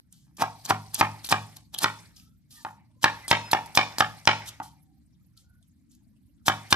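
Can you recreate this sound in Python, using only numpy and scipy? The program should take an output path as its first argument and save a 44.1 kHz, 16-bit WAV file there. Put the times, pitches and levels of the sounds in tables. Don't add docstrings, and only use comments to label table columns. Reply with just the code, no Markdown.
import sys
import numpy as np
from scipy import signal
from scipy.fft import rfft, irfft
from scipy.io import wavfile
from scipy.ndimage import uniform_filter1d

SR = 44100
rng = np.random.default_rng(int(sys.argv[2]) if len(sys.argv) > 2 else 0)


def put_to_file(sound):
    columns = np.atleast_2d(sound).T
    safe = np.clip(columns, -1, 1)
    whole_steps = np.round(safe * 32767)
    wavfile.write(sys.argv[1], SR, whole_steps.astype(np.int16))


def volts_from_decibels(level):
    exponent = np.asarray(level, float) / 20
    return 10 ** exponent


N = 297675

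# (time [s], peak [dB], brightness [dB], table boom [dB], room send [dB])
CHOPS = [(0.422, -4, -42, -46.5, -2.4), (0.707, 2.5, -29, -37.5, -4.5), (1.011, 3.5, -23.5, -37, -1),
         (1.325, 0, -17.5, -38.5, -2.9), (1.843, -4.5, -13, -44.5, -0.05), (2.649, -15.5, -35.5, -55, 1),
         (3.042, 0, -15, -45, 0.8), (3.313, 1.05, -11.5, -39.5, 2.34), (3.532, -1.95, -17, -46, 0.85),
         (3.774, -0.74, -7.5, -43, 1.9), (4.006, 2, -17.5, -44, -1.5), (4.274, -0.94, -6.5, -38, 2),
         (4.601, -13, -53.5, -56, -0.9), (6.482, 1, -15, -40, -0.6), (6.726, -1.84, -5, -37.5, -6.5)]
# (time after first touch [ms], level [dB])
TOUCHES = [(0, 2), (0.499, -6), (1.101, -4.5), (1.698, -1.5), (2.298, -5.5), (2.9, -6.5), (3.6, -4)]
# (frequency [Hz], level [dB], t60 [s])
BLOCK_MODES = [(292.3, -17, 0.066), (444, -30, 0.0095), (699.6, -33.5, 0.0043), (832, -12, 0.018),
               (915.6, -0.73, 0.031), (1090, -6, 0.02), (1197, -1.5, 0.014), (1380, -3.5, 0.014),
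               (1729, 1.5, 0.013), (1870, -2.5, 0.007), (2333, -1.5, 0.0077), (2448, -4, 0.015),
               (2790, -4, 0.0088), (3100, -6.5, 0.011), (3530, 0, 0.007), (3828, -7.5, .006),
               (4184, -5, 0.008), (4630, -6, 0.0082), (5230, -4.5, 0.011), (5685, -5, 0.0057),
               (6348, -16.5, 0.0033), (7700, -16.5, 0.0027), (8660, -11, 0.004)]
# (low [Hz], high [Hz])
DEAD_BAND_HZ = [400, 662]
# (frequency [Hz], level [dB], t60 [s])
TABLE_MODES = [(107.2, 1, .6), (155.3, -7, 0.66), (202, -3.5, 0.38), (244.5, -6.5, 0.32)]
# (start [s], end [s], start level [dB], end level [dB], wood share [dB])
CUTS = [(0.384, .423, -54, -30.5, 5.5), (.678, .702, -52, -22.5, -2.5), (0.976, 1.001, -44, -25, -7.5),
        (1.291, 1.317, -59.5, -19.5, -3.5), (1.805, 1.836, -42, -22.5, -7.5), (3.036, 3.042, -36, -23, -24),
        (3.283, 3.312, -52.5, -23, -13), (3.515, 3.535, -33, -34, -14.5), (3.75, 3.777, -38.5, -30, -11),
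        (3.982, 4.003, -47.5, -27.5, -11.5), (4.245, 4.267, -65, -51, -8.5),
        (6.462, 6.487, -34, -26.5, -14.5), (6.708, 6.729, -28.5, -29, -16.5)]
# (start [s], length [s], start level [dB], change [dB])
BRUSHES = [
    (.125, .18, -60, -15.5),
    (2.163, .132, -54, -16.5),
    (2.508, .13, -51, -5),
    (2.657, .123, -59.5, -13),
    (4.46, 0.031, -47.5, 12.5),
    (4.63, .11, -46.5, -26),
    (5.106, 0.036, -76.5, -11.5),
    (5.37, .095, -58, -18),
    (5.912, 0.081, -63.5, -12.5),
]
# (time [s], peak [dB], pitch [Hz], t60 [s], wood share [dB])
SNAPS = [(0.3679, -34, 5500, 0.0584, -12), (0.6514, -16.5, 5720, 0.028, -18.5),
         (0.6582, -22, 6390, 0.028, 0.1), (0.9429, -12, 4570, 0.051, -25), (0.9589, -22, 3460, 0.06, -0.3),
         (1.2443, -17, 4047, 0.0801, -12), (1.2594, -33.5, 4207, 0.041, -33),
         (1.2774, -27, 4470, 0.02, -25), (1.2888, -15, 3630, 0.1, -2), (1.568, -20.5, 4390, 0.018, -27.5),
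         (1.7414, -16, 3920, 0.033, -20.5), (1.7457, -19.5, 4320, 0.011, -2), (1.78, -24, 3620, 0.044, -12),
         (1.7859, -10, 4170, 0.023, -15.5), (3.031, -7, 3100, 0.016, -15.5),
         (3.2794, -17.5, 4830, 0.085, 2.5), (3.5135, -5.5, 4190, 0.0364, -14.5),
         (3.7501, -12.5, 3410, 0.0635, -3.5), (3.9834, -2, 4740, 0.017, -2), (4.2536, -23, 3365, 0.02, 2),
         (6.4677, -17, 3170, 0.026, -20)]
STRAINED_SNAPS = (1, 3, 5, 9, 10, 12, 14)
# (time [s], peak [dB], pitch [Hz])
CRUMBS = [(0.1245, -37.5, 5900), (2.164, -35.5, 5320), (2.1975, -35.5, 4960), (3.6589, -30.5, 4540),
          (4.1849, -39.5, 5520), (5.3737, -42.5, 9395), (5.6262, -49, 9230), (5.915, -47.5, 5920),
          (5.9493, -45, 6410)]
# (time [s], peak [dB])
TAPS = [(0.268, -64), (0.2797, -62), (0.311, -63)]
# (start [s], end [s], pitch [Hz], level [dB])
SQUEAKS = [
    (3.227, 3.276, 2030, -49),
    (3.424, 3.515, 5100, -54),
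    (3.43, 3.484, 2580, -49.5),
]
# (frequency [Hz], density [dB per Hz])
FLESH_COLOUR = [(880, -41), (1500, -13), (2140, -21.5), (2780, -10), (3470, -2.5), (5510, -1.5), (7420, -5),
                (12600, -6), (14300, -16.5), (15000, -29)]
# (frequency [Hz], t60 [s])
KITCHEN_T60 = [(100, 0.11), (300, 0.5561), (900, 0.3474), (1400, 0.25), (2400, 0.26), (5000, 0.47),
               (12000, 0.91)]
# (frequency [Hz], level [dB])
KITCHEN_DB = [(250, -3.5), (520, -4), (750, 0.06), (950, 0.8), (2400, 2), (5000, -11.5), (7000, -11),
              (12000, -22)]
# (delay [s], level over the diffuse tail [dB])
WALL_ECHOES = [(0.0156, 9), (0.0228, -7.5), (.037, 7), (.056, 4)]
# (frequency [Hz], density [dB per Hz])
HISS_COLOUR = [(1470, -31), (2500, 0), (2700, -6.5), (4890, 5), (7520, -13), (8550, -0.5), (12500, -9.5),
               (14500, -13), (15200, -56)]
# (frequency [Hz], density [dB per Hz])
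MURMUR_COLOUR = [(380, -22), (900, -10.5), (1400, -7.5), (2200, -3.5), (3500, -23.5)]
# (frequency [Hz], density [dB per Hz])
RUMBLE_COLOUR = [(15, -64), (25, -33), (60, -1.5), (113, -1), (129, -6), (146, 1.5), (205, -7), (248, -6.5),
                 (295, -11.5), (500, -49.5), (650, -77), (1100, -120)]
# (frequency [Hz], density [dB per Hz])
STILL_COLOUR = [(290, -53), (450, -8.5), (602, -12), (924, -15), (2240, -21), (4770, -13.5), (6170, -16.5),
                (12100, -15), (15200, -23.5)]
# (shut [dB], open [dB], opening [s], hold [s], closing [dB per s])
HISS_GATE = (-84, -59.5, 0.0034, 0.1953, 109.5)
MURMUR_GATE = (-79.5, -49.5, 0.1463, 0.0368, 111)
RUMBLE_GATE = (-59, -54, 0.62, -0.16, 39.5)
# (start [s], end [s], start pitch [Hz], end pitch [Hz], level [dB])
WHINES = [(2.1, 2.384, 1205, 1384, -72.5), (2.516, 2.65, 1242, 1168, -65.5),
          (2.546, 2.639, 1923, 1720, -56), (2.56, 2.65, 940, 908, -65), (2.849, 2.945, 630, 620, -76.5),
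          (2.94, 3.008, 993, 1035, -70), (4.72, 5.025, 764, 780, -72.5), (5.2, 5.258, 1300, 1320, -80),
          (5.36, 5.403, 1330, 1327, -71), (5.418, 5.628, 1420, 1500, -71)]
# (frequency [Hz], left-right likeness [0..1])
AMBIENT_LIKENESS = [(60, 0.9), (180, 0.31), (540, 0.96), (1630, 1), (4900, 0.02), (14700, 0.034)]
# (frequency [Hz], left-right likeness [0..1])
CLOSE_LIKENESS = [(300, 0.76), (2000, 0.39), (12000, 1)]
# (frequency [Hz], left over right [dB])
PORT_DB = [(60, -1.5), (110, 0.5), (200, 0), (380, 2.0), (690, 0.5), (1280, -1), (2350, -1.5), (4340, 2),
           (7990, 2.5), (14700, -19.5)]
# (frequency [Hz], left lead [rad])
PORT_PHASE = [(0, 0.17), (700, -0.75), (1500, -1.2), (2700, -1.29), (4500, -1.39), (8000, -1.2),
              (15000, -2.1)]


def chops():
    time_s, peak_db, bright_db, boom_db, room_db = np.transpose(CHOPS)
    hollow_db = 5 + 0.25 * bright_db
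    touch_ms, touch_db = np.transpose(TOUCHES)

    def touches(hz):
        shape = (len(time_s), len(touch_ms))
        jitter_ms = 0.3 * (touch_ms > 0) * rng.uniform(-1, 1, shape)
        times = time_s[:, None] + (touch_ms + jitter_ms) / 1000
        tilt_db = (bright_db + 12) * np.clip(np.log2(hz / 1200) / 2, 0, 1.5)
        tilt_db = tilt_db + hollow_db * np.exp(-(np.log2(hz / 1800) / 0.5) ** 2)
        uneven_db = 3.16 * rng.standard_normal(shape) + 1.5 * rng.standard_normal((len(time_s), 1))
        level_db = (peak_db + tilt_db - 13.5)[:, None] + touch_db + uneven_db
        return clicks(times.ravel(), volts_from_decibels(level_db.ravel()))

    wood = block(touches)
    boom = sum(ring(clicks(time_s + 0.0062, volts_from_decibels(boom_db + db + 6)), hz, t60_s)
               for hz, db, t60_s in TABLE_MODES)
    slow_start = signal.butter(2, [80, 250], "band", fs=SR, output="sos")
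    stroke = np.searchsorted(time_s * SR - 99, np.arange(N)) - 1
    to_room = volts_from_decibels(room_db)[np.clip(stroke, 0, None)]
    return wood + signal.sosfilt(slow_start, boom), wood * to_room


def block(kicks_of):
    dead_leak = 0.35
    modes = sum(volts_from_decibels(db) * ring(kicks_of(hz), hz, t60_s) for hz, db, t60_s in BLOCK_MODES)
    notch = signal.butter(1, DEAD_BAND_HZ, "bandstop", fs=SR, output="sos")
    modes = dead_leak * modes + (1 - dead_leak) * signal.sosfilt(notch, modes)
    return signal.sosfilt(signal.butter(3, [170, 8000], "band", fs=SR, output="sos"), modes)


def tears():
    brush_wood_db, strain_wood_db = -26, -11
    strain_s, strain_below_db, strain_swell_db = 0.016, 24.5, 26.5
    strokes = [*CUTS]
    for start, length, db, change_db in BRUSHES:
        strokes.append((start, start + length, db, db + change_db, brush_wood_db))
    for k in STRAINED_SNAPS:
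        snap_s, db = SNAPS[k][0], SNAPS[k][1] - strain_below_db
        strokes.append((snap_s - strain_s, snap_s, db - strain_swell_db, db, strain_wood_db))

    t, flesh, wood = np.arange(N) / SR, np.zeros(N), np.zeros(N)
    for start, end, start_db, end_db, share_db in strokes:
        near = slice(int((start - 0.01) * SR), int((end + 0.03) * SR))
        corners_s = [start - 0.01, start, end, end + 0.015, end + 0.03]
        corners_db = [start_db - 34.5, start_db, end_db, end_db - 22.5, end_db - 37.5]
        db = np.interp(t[near], corners_s, corners_db)
        flesh[near] = np.maximum(flesh[near], volts_from_decibels(db))
        wood[near] = np.maximum(wood[near], volts_from_decibels(db + share_db))

    clumps = volts_from_decibels(0.64 * drift(290, N))
    crunch = noise(FLESH_COLOUR, patchy_db=2.0, rate_hz=52, source=cell_bursts((2, 2, N)),
                   likeness=CLOSE_LIKENESS)
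    push = rms_one(signal.lfilter([1], [1, -0.75], cell_bursts(N))) * wood * clumps
    return crunch * flesh * clumps + volts_from_decibels(-27.5) * block(lambda hz: push)


def cell_bursts(shape):
    burst = rng.random(shape) < 9000 / SR
    strength = volts_from_decibels(3 * np.minimum(rng.exponential(1, shape), 4))
    return burst * strength * rng.choice([-1, 1], shape)


def snaps():
    cracks = [*SNAPS]
    cracks += [(*crumb, 0.04016, -26.5) for crumb in CRUMBS]
    cracks += [(*tap, 2960, 0.02, 16) for tap in TAPS]
    out = np.zeros((2, N))
    spray = noise(FLESH_COLOUR, patchy_db=7.5, rate_hz=220, likeness=CLOSE_LIKENESS)
    t = np.arange(2600) / SR
    for time_s, db, hz, t60_s, _ in cracks:
        i = round(time_s * SR)
        span = slice(i, i + len(t))
        fall = np.minimum(t / 0.0015, 1) * volts_from_decibels(db - 60 * t / max(t60_s, 0.004))
        tone = 0.5 * np.sin(2 * np.pi * hz * t) * volts_from_decibels(-60 * t / 0.016)
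        out[:, span] += fall * (0.34 * spray[:, span] + tone)
    time_s, peak_db, _, _, share_db = np.transpose(cracks)
    kicks = clicks(time_s + 0.0008, volts_from_decibels(peak_db + share_db - 21.5))
    knock = signal.lfilter([0.3], [1, -0.7], kicks)
    return out + block(lambda hz: knock)


def squeaks():
    return sum(narrow_band(start, end, hz, hz, db, width_hz=25, steady=2.5)
               for start, end, hz, db in SQUEAKS)


def kitchen(x):
    t = np.arange(int(0.8 * SR)) / SR
    swell = sum(volts_from_decibels(db) * (t > delay) * np.exp(-np.maximum(t - delay, 0) / 0.002)
                for delay, db in WALL_ECHOES)
    shape = np.clip((t - 0.004) / 0.0055, 0, 1) + swell

    def decay(hz):
        return volts_from_decibels(at_hz(KITCHEN_DB, hz) - 60 * t / at_hz(KITCHEN_T60, hz))

    tail = bands(rng.standard_normal((2, 2, len(t))), decay, AMBIENT_LIKENESS)
    return signal.fftconvolve(x[None], tail * shape, axes=1)[:, :N]


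def background():
    time_s, peak_db, _, _, room_db = np.transpose(CHOPS)
    force_db = 1.4 * np.minimum(peak_db, 0)
    hiss_gain = gate(HISS_GATE, time_s, 1.7 * np.minimum(peak_db + 4, 0))
    murmur_gain = gate(MURMUR_GATE, time_s, force_db + 2.9 * room_db)
    rumble_gain = gate(RUMBLE_GATE, time_s, 0.23 * force_db)

    hiss = volts_from_decibels(2.5) * hiss_gain * noise(HISS_COLOUR, patchy_db=5.0, rate_hz=120)
    murmur = volts_from_decibels(-2.5) * murmur_gain * noise(MURMUR_COLOUR, patchy_db=3.0, rate_hz=45)
    low = signal.butter(6, 340, fs=SR, output="sos")
    rumble = signal.sosfilt(low, noise(RUMBLE_COLOUR, patchy_db=4.0, rate_hz=5.4))
    rumble = volts_from_decibels(1.0) * rumble_gain * rumble
    still = volts_from_decibels(-78 + 4.5) * noise(STILL_COLOUR, patchy_db=6.0, rate_hz=60)
    return hiss + murmur + rumble + whines() + still


def gate(setting, times, extra_db):
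    shut_db, open_db, opening_s, hold_s, closing_db_per_s = setting
    coarse_s = np.arange(0, N, 64) / SR
    since = coarse_s - np.c_[times]
    swing_db = open_db + np.c_[extra_db] - shut_db
    opened_db = swing_db * np.clip(since / opening_s, 0, 1)
    opened_db = opened_db - closing_db_per_s * np.maximum(since - opening_s - hold_s, 0)
    widest_db = np.maximum(opened_db.max(axis=0), 0)
    return volts_from_decibels(shut_db + np.interp(np.arange(N) / SR, coarse_s, widest_db))


def whines():
    return sum(narrow_band(start, end, start_hz, end_hz, db, width_hz=0.086 * start_hz, steady=0)
               for start, end, start_hz, end_hz, db in WHINES)


def narrow_band(start, end, start_hz, end_hz, db, width_hz, steady):
    out = np.zeros(N)
    i, size = int(start * SR), int((end - start) * SR)
    turn = 2 * np.pi * np.cumsum(np.linspace(start_hz, end_hz, size)) / SR
    band = (steady + drift(width_hz, size)) * np.sin(turn) + drift(width_hz, size) * np.cos(turn)
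    out[i:i + size] = volts_from_decibels(db) * np.sqrt(np.hanning(size)) * band
    return out


def noise(spectrum, patchy_db, rate_hz, source=None, likeness=AMBIENT_LIKENESS):
    if source is None:
        source = rng.standard_normal((2, 2, N))

    def flicker(hz):
        if not spectrum[0][0] < hz < spectrum[-1][0]:
            return 0
        return volts_from_decibels(at_hz(spectrum, hz) + patchy_db * drift(rate_hz, N))

    return rms_one(bands(source, flicker, likeness))


def bands(source, shape, likeness):
    out, edges = 0, 24 * 2 ** (np.arange(29) / 3)
    for k, (low, high) in enumerate(zip(edges, edges[1:])):
        hz = np.sqrt(low * high)
        gain = shape(hz)
        if np.max(gain) > 0:
            band = signal.butter(2, [low, high], "band", fs=SR, output="sos")
            mid, side = signal.sosfilt(band, source[k % 2])
            alike = np.clip(at_hz(likeness, hz), 0, 1)
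            out = out + gain * (np.sqrt(1 + alike) * mid + np.sqrt(1 - alike) * side * [[1], [-1]])
    return out


def ring(kicks, hz, t60_s):
    r, w = volts_from_decibels(-60 / (t60_s * SR)), 2 * np.pi * hz / SR
    return signal.lfilter([0, np.sin(w)], [1, -2 * r * np.cos(w), r * r], kicks)


def clicks(times, gains):
    out = np.full(N, 1e-18)
    np.add.at(out, np.clip(np.round(np.asarray(times) * SR).astype(int), 0, N - 1), gains)
    return out


def drift(rate_hz, size):
    knots = rng.standard_normal(2000)
    return np.interp(np.arange(size) / SR * rate_hz, np.arange(len(knots)), knots)


def at_hz(points, hz):
    p = np.array(points, float)
    return np.interp(np.log(hz), np.log(np.maximum(p[:, 0], 1)), p[:, 1])


def rms_one(x):
    return x / np.sqrt(np.mean(x ** 2) + 1e-20)


def scene():
    direct, to_room = chops()
    onion = tears() + snaps()
    echo = volts_from_decibels(-39.5) * kitchen(to_room + volts_from_decibels(1.0) * onion[0])
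    return direct + onion + squeaks() + echo + background()


def suppress(x):
    hz, _, bins = signal.stft(x, SR, nperseg=1024, noverlap=768)
    power = uniform_filter1d(np.mean(np.abs(bins) ** 2, axis=0), size=5, axis=1)
    quiet = np.percentile(power, 15, axis=1, keepdims=True)
    gain = np.clip(1 - volts_from_decibels(2.5) * quiet / (power + 1e-20), volts_from_decibels(-5.5), 1)
    gain[hz < 380] = 1
    return signal.istft(bins * gain, SR, nperseg=1024, noverlap=768)[1][:, :N]


def low_pass(x):
    return signal.sosfilt(signal.butter(12, 15330, fs=SR, output="sos"), x)


def record(dry):
    hz = np.maximum(np.arange(N // 2 + 1) * SR / N, 1)
    phase = np.interp(hz, *np.transpose(PORT_PHASE))
    difference = volts_from_decibels(at_hz(PORT_DB, hz)) * np.exp(1j * phase)
    ports = irfft(rfft(dry) * difference ** np.array([[0.5], [-0.5]]), N)
    rounded = 1.209 * np.tanh(ports / 1.477)
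    top_cut = signal.cheby2(10, 55, 15200, fs=SR, output="sos")
    mix = np.clip(signal.sosfilt(top_cut, suppress(rounded)), -1, 1)
    return low_pass(mix)


dry = scene()
out = record(dry)
put_to_file(out)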